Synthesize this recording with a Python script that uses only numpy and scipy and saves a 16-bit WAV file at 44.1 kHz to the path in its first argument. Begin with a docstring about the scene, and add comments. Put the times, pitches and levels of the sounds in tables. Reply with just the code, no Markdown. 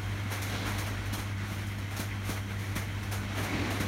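"""Charcoal sacks on a conveyor

A belt carries paper sacks of charcoal at the mouth of a steel shipping container, outdoors.
Its motor hums and buzzes at twice the mains rate over the rumble of belt and rollers,
and one roller rubs on every turn. Sacks land, rustle and crunch with a short ring of the
container, knock on the belt, and twice scrape along."""
import sys
import numpy as np
from scipy import signal
from scipy.fft import rfft, irfft
from scipy.io import wavfile

SR = 44100
rng = np.random.default_rng(int(sys.argv[2]) if len(sys.argv) > 2 else 0)


def wrap_up_sound(samples):
    """Save the sound to the file named by the first command line argument, as 16-bit audio."""
    columns = np.atleast_2d(samples).T
    # keep every value between -1 and 1, then stretch to whole-number steps
    tamed = np.clip(columns, -1, 1)
    steps = np.round(tamed * 32767).astype(np.int16)
    wavfile.write(sys.argv[1], SR, steps)


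N = 170667
TIME = np.arange(N) / SR


def from_db(db):
    """Turn decibels into a factor to multiply a sound by."""
    return 10 ** (np.asarray(db) / 20)


def rms_one(x):
    """Scale a signal so that its average strength (rms) is 1."""
    return x / np.sqrt(np.mean(x ** 2) + 1e-20)


def colour(x, spectrum):
    """Shape a noise's tone by rows of f/Hz, relative level/dB; the result has strength 1."""
    hz, db = np.transpose(spectrum)
    bins = np.maximum(np.fft.rfftfreq(N, 1 / SR), 1)
    gain = from_db(np.interp(np.log(bins), np.log(hz), db))
    return rms_one(irfft(rfft(x) * gain, N))


def drift(rate_hz):
    """A random wander of typical size 1, mostly slower than rate_hz."""
    step, warm_up = 40, 2000  # samples per point, points thrown away
    r = np.exp(-2 * np.pi * rate_hz * step / SR)
    noise = rng.standard_normal(N // step + warm_up + 2)
    slow = signal.lfilter([1], [1, -2 * r, r * r], noise)[warm_up:]
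    return np.interp(np.arange(N) / step, np.arange(len(slow)), rms_one(slow))


def resonate(x, hz, width_hz):
    """Keep a band around one pitch, filtering twice for steep edges; the result has strength 1."""
    r = np.exp(-np.pi * 1.5 * width_hz / SR)
    section = [1, 0, -1, 1, -2 * r * np.cos(2 * np.pi * hz / SR), r * r]
    return rms_one(signal.sosfilt([section, section], x))


def swell(start, rise, fade):
    """Rise straight to 1, then die away by 60 dB every `fade` seconds."""
    age = TIME - start
    return np.clip(age / rise, 0, 1) * np.exp(-np.log(1000) * np.maximum(age - rise, 0) / fade)


def grains(snaps_per_s=6000, spread_db=2.5, echo_fade_s=0.17, echo_db=-4.5):
    """A gritty noise: many tiny snaps of uneven size, blurred by echoes from the steel walls."""
    sizes = from_db(spread_db * np.minimum(rng.exponential(1, N), 5)) * rng.choice([-1, 1], N)
    snaps = sizes * (rng.random(N) < snaps_per_s / SR)
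    tail = rng.standard_normal(N) * np.exp(-np.log(1000) * TIME / echo_fade_s)
    echoes = irfft(rfft(snaps) * rfft(tail / np.linalg.norm(tail)), N)
    wash = from_db(-2.5) * rng.standard_normal(N)  # snaps too small to tell apart
    return rms_one(snaps + from_db(echo_db) * echoes) + wash


def motor(hum_hz=100.03, throb_depth=0.47):
    """Mains power makes the motor hum and shakes its housing into a buzz once per hum cycle."""
    # tones of the hum: multiple of the hum rate, level/dB
    hum_tones = [(.5, -68), (1, -36.5), (2, -49.5), (3, -57)]
    # bands where the housing rings: f/Hz, width/Hz, level/dB
    housing_bands = [(1477, 300, -54.5), (2047, 290, -53), (3155, 200, -58.5), (5600, 750, -74)]
    phase = 2 * np.pi * hum_hz * TIME + 0.033 * drift(2)
    out = 0
    for multiple, db in hum_tones:
        waver_db = -0.1 if multiple == 1 else 1.7  # the main tone is nearly steady
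        out += np.sqrt(2) * from_db(db + waver_db * drift(2.3)) * np.cos(multiple * phase)
    throb = 1 + throb_depth * np.sin(phase)
    for hz, width_hz, db in housing_bands:
        gain = from_db(db + 2.0 * drift(6.8))
        out += gain * resonate(throb * rng.standard_normal(N), hz, width_hz)
    return out


def belt(rumble_db=-42, rollers_db=-45.5, flutter_db=1.36):
    """The running belt rumbles, and the rollers turning under it make a fluttering rush."""
    # tone of the belt's rumble: f/Hz, relative level/dB
    rumble_spectrum = [(20, -46), (32, -21), (40, -19), (50, 8), (70, -2.5), (95, 3.5), (125, -6),
                       (200, -7), (290, -9), (400, -21), (800, -41.5)]
    # tone of the rollers: f/Hz, relative level/dB
    roller_spectrum = [(150, -0.5), (390, 0.5), (480, 1), (700, 0), (950, 0.5), (1150, -1), (2200, -1.5),
                       (2700, -5), (4000, -9.5), (6200, -13), (8000, -20), (9600, -20.5), (12500, -26),
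                       (16000, -39)]
    rumble = from_db(rumble_db) * colour(rng.standard_normal(N), rumble_spectrum)
    rush = from_db(rollers_db + flutter_db * drift(11.3)) * colour(grains(), roller_spectrum)
    return rumble + rush


def sacks():
    """Each movement of a sack crumples the paper and shifts the charcoal inside."""
    # a sack lands or shifts: start/s, rise/s, rustle level/dB, crunch level/dB, fade/s
    movements = [(0, 0.018, -57, -50.5, 3.7), (0.295, 0.032, -40.5, -37.5, 0.4),
                 (0.414, 0.0087, -39.5, -41.5, .33), (.472, 0.013, -48.5, -54, 1.1),
                 (.645, 0.025, -44, -39.5, 0.78), (.776, .011, -39, -39.5, .32),
                 (.857, 0.012, -44.5, -42.5, 0.34), (1.048, 0.014, -50.5, -74, .3),
                 (1.122, 0.017, -37.5, -37.5, 0.24), (1.168, 0.026, -43.5, -40, 0.28),
                 (1.42, 0.11, -49.5, -46, 0.97), (1.665, 0.0047, -50, -66, 0.41),
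                 (1.778, .008, -50, -47, 0.22), (1.902, 0.012, -49.5, -42.5, 0.64),
                 (1.962, .007, -41, -42.5, 0.37), (1.984, 0.018, -39.5, -38, 0.29),
                 (2.22, 0.071, -44.5, -42.5, 0.57), (2.282, 0.02, -41, -38.5, 0.3),
                 (2.35, 0.023, -51, -41, 0.17), (2.48, 0.027, -54.5, -48.5, 0.68),
                 (2.582, 0.011, -52, -49, 2.4), (2.75, 0.014, -38.5, -37, 0.29),
                 (3.025, .009, -48, -60, 0.18), (3.11, .015, -39.5, -38.5, 0.35),
                 (3.338, 0.051, -43.5, -36, 0.4), (3.42, 0.022, -41, -37.5, 0.22),
                 (3.697, .01, -43.5, -38.5, 0.63), (3.797, .01, -39, -37.5, 0.24)]
    # tone of rustling paper: f/Hz, relative level/dB
    paper_spectrum = [(800, -22), (2500, -7), (3600, 2), (6200, 3), (8000, -2.5), (9600, 0), (12500, -2.5),
                      (16000, -7.5)]
    # tone of crunching charcoal: f/Hz, relative level/dB
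    charcoal_spectrum = [(70, -1), (180, -11), (320, 0), (480, 0.5), (1400, -0.5), (2200, -1.5), (2800, -7),
                         (4000, -11), (7000, -36), (16000, -47)]
    paper_power, charcoal_power = 0, 0
    for start, rise, rustle_db, crunch_db, fade in movements:
        shape = swell(start, rise, fade)
        paper_power += (from_db(rustle_db) * shape) ** 2
        charcoal_power += (from_db(crunch_db) * shape) ** 2
    rustle = np.sqrt(paper_power) * colour(grains(), paper_spectrum)
    crunch = np.sqrt(charcoal_power) * colour(grains(), charcoal_spectrum)
    return rustle + crunch


def roller_rub(first_s=0.04, turn_s=0.13, half_length_s=0.012, scatter_db=2.8):
    """One roller rubs once a turn, giving a short gritty chirp each time."""
    # strength of the rubbing: t/s, level/dB
    rub_levels = [(0, -59), (1.7, -55), (2.1, -46.5), (2.4, -45.5), (2.9, -46), (3.2, -62), (3.87, -57)]
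    times = np.arange(first_s, N / SR, turn_s)
    rub_db = np.interp(times, *np.transpose(rub_levels)) + scatter_db * rng.standard_normal(len(times))
    pressure = 0
    for t, db in zip(times, rub_db):
        pressure += from_db(db) * np.exp(-.5 * ((TIME - t) / half_length_s) ** 2)
    return pressure * resonate(rng.standard_normal(N), hz=2050, width_hz=360)


def scrape():
    """Sacks slide with a gritty, uneven friction that makes belt and frame rasp and groan."""
    # strength of the sliding: t/s, level/dB
    slide_levels = [(0, -51.5), (.36, -47.5), (.53, -38.5), (.63, -39), (.76, -43.5), (.95, -44.5),
                    (1.12, -44), (1.3, -70), (3.2, -50), (3.345, -44.5), (3.41, -43), (3.54, -36.5),
                    (3.72, -39.5), (3.87, -40.5)]
    # tone of the sliding: f/Hz, relative level/dB
    slide_spectrum = [(100, -16), (200, 3), (300, 0), (450, -1), (700, -1.5), (1500, -2.5), (2250, -0.5),
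                      (2750, -7.5), (3800, -9.5), (6200, -15.5), (8000, -22.5), (10000, -25.5),
                      (16000, -34)]
    # rasps and groans: start/s, rise/s, fade/s, f/Hz, width/Hz, level/dB
    rasps = [(.41, 0.013, 0.31, 2140, 200, -42), (.46, 0.1, 1.4, 3300, 1700, -45),
             (.49, 0.048, 1.06, 201, 129, -40.5), (.648, 0.033, 0.23, 860, 1210, -37),
             (3.31, 0.097, 1.3, 201, 182, -40), (3.47, 0.036, .7, 2250, 260, -42),
             (3.49, 0.14, 1.4, 247, 89, -37.5)]
    level_db = np.interp(TIME, *np.transpose(slide_levels)) + .6 * drift(22)
    friction = grains()
    ringing = 0
    for start, rise, fade, hz, width_hz, db in rasps:
        ringing += from_db(db) * swell(start, rise, fade) * resonate(friction, hz, width_hz)
    return from_db(level_db) * colour(grains(), slide_spectrum) + ringing


def knocks(rise_s=0.0017):
    """A sack's weight hits the belt, and belt and frame ring with a few dull, low tones."""
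    # blows on the belt: t/s, level/dB
    blows = [(0.674, -35), (0.787, -31.5), (1.128, -32.5), (1.177, -36), (1.514, -35), (1.993, -30.5),
             (2.292, -27), (2.759, -30.5), (3.546, -28), (3.802, -27), (3.843, -35)]
    # natural tones of belt and frame: f/Hz, relative level/dB, fade/s
    frame_tones = [(59.4, -9, 0.25), (154, -1.5, 0.069), (206, -2.5, 0.073), (297, -1.5, 0.057)]
    out = np.zeros(N)
    for start, blow_db in blows:
        age = np.maximum(TIME - start, 0)
        for k, (hz, tone_db, fade) in enumerate(frame_tones):
            gain = from_db(blow_db + tone_db + rng.standard_normal())
            tone = (-1) ** k * np.sin(2 * np.pi * hz * age)  # every other tone starts downward
            out += gain * swell(start, rise_s, fade) * tone
    return out


def scene():
    """All the sounds together in one channel, heard from beside the belt."""
    return (motor() + belt() + sacks() + scrape() + knocks() + roller_rub())[None]


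def record(dry, cutoff_hz=15800):
    """The microphone softens three narrow bands of treble, and the very top is cut off."""
    # dips in the microphone's treble: f/Hz, width/Hz, level/dB
    dips = [(4900, 260, -4.5), (7740, 290, -3), (10480, 260, -3.5)]
    bins = np.fft.rfftfreq(N, 1 / SR)
    dips_db = sum(db * np.exp(-.5 * ((bins - hz) / width_hz) ** 2) for hz, width_hz, db in dips)
    low_pass = 1 / np.sqrt(1 + (bins / cutoff_hz) ** 400)
    return irfft(rfft(dry) * from_db(dips_db) * low_pass, N)


dry = scene()
out = record(dry)
wrap_up_sound(out)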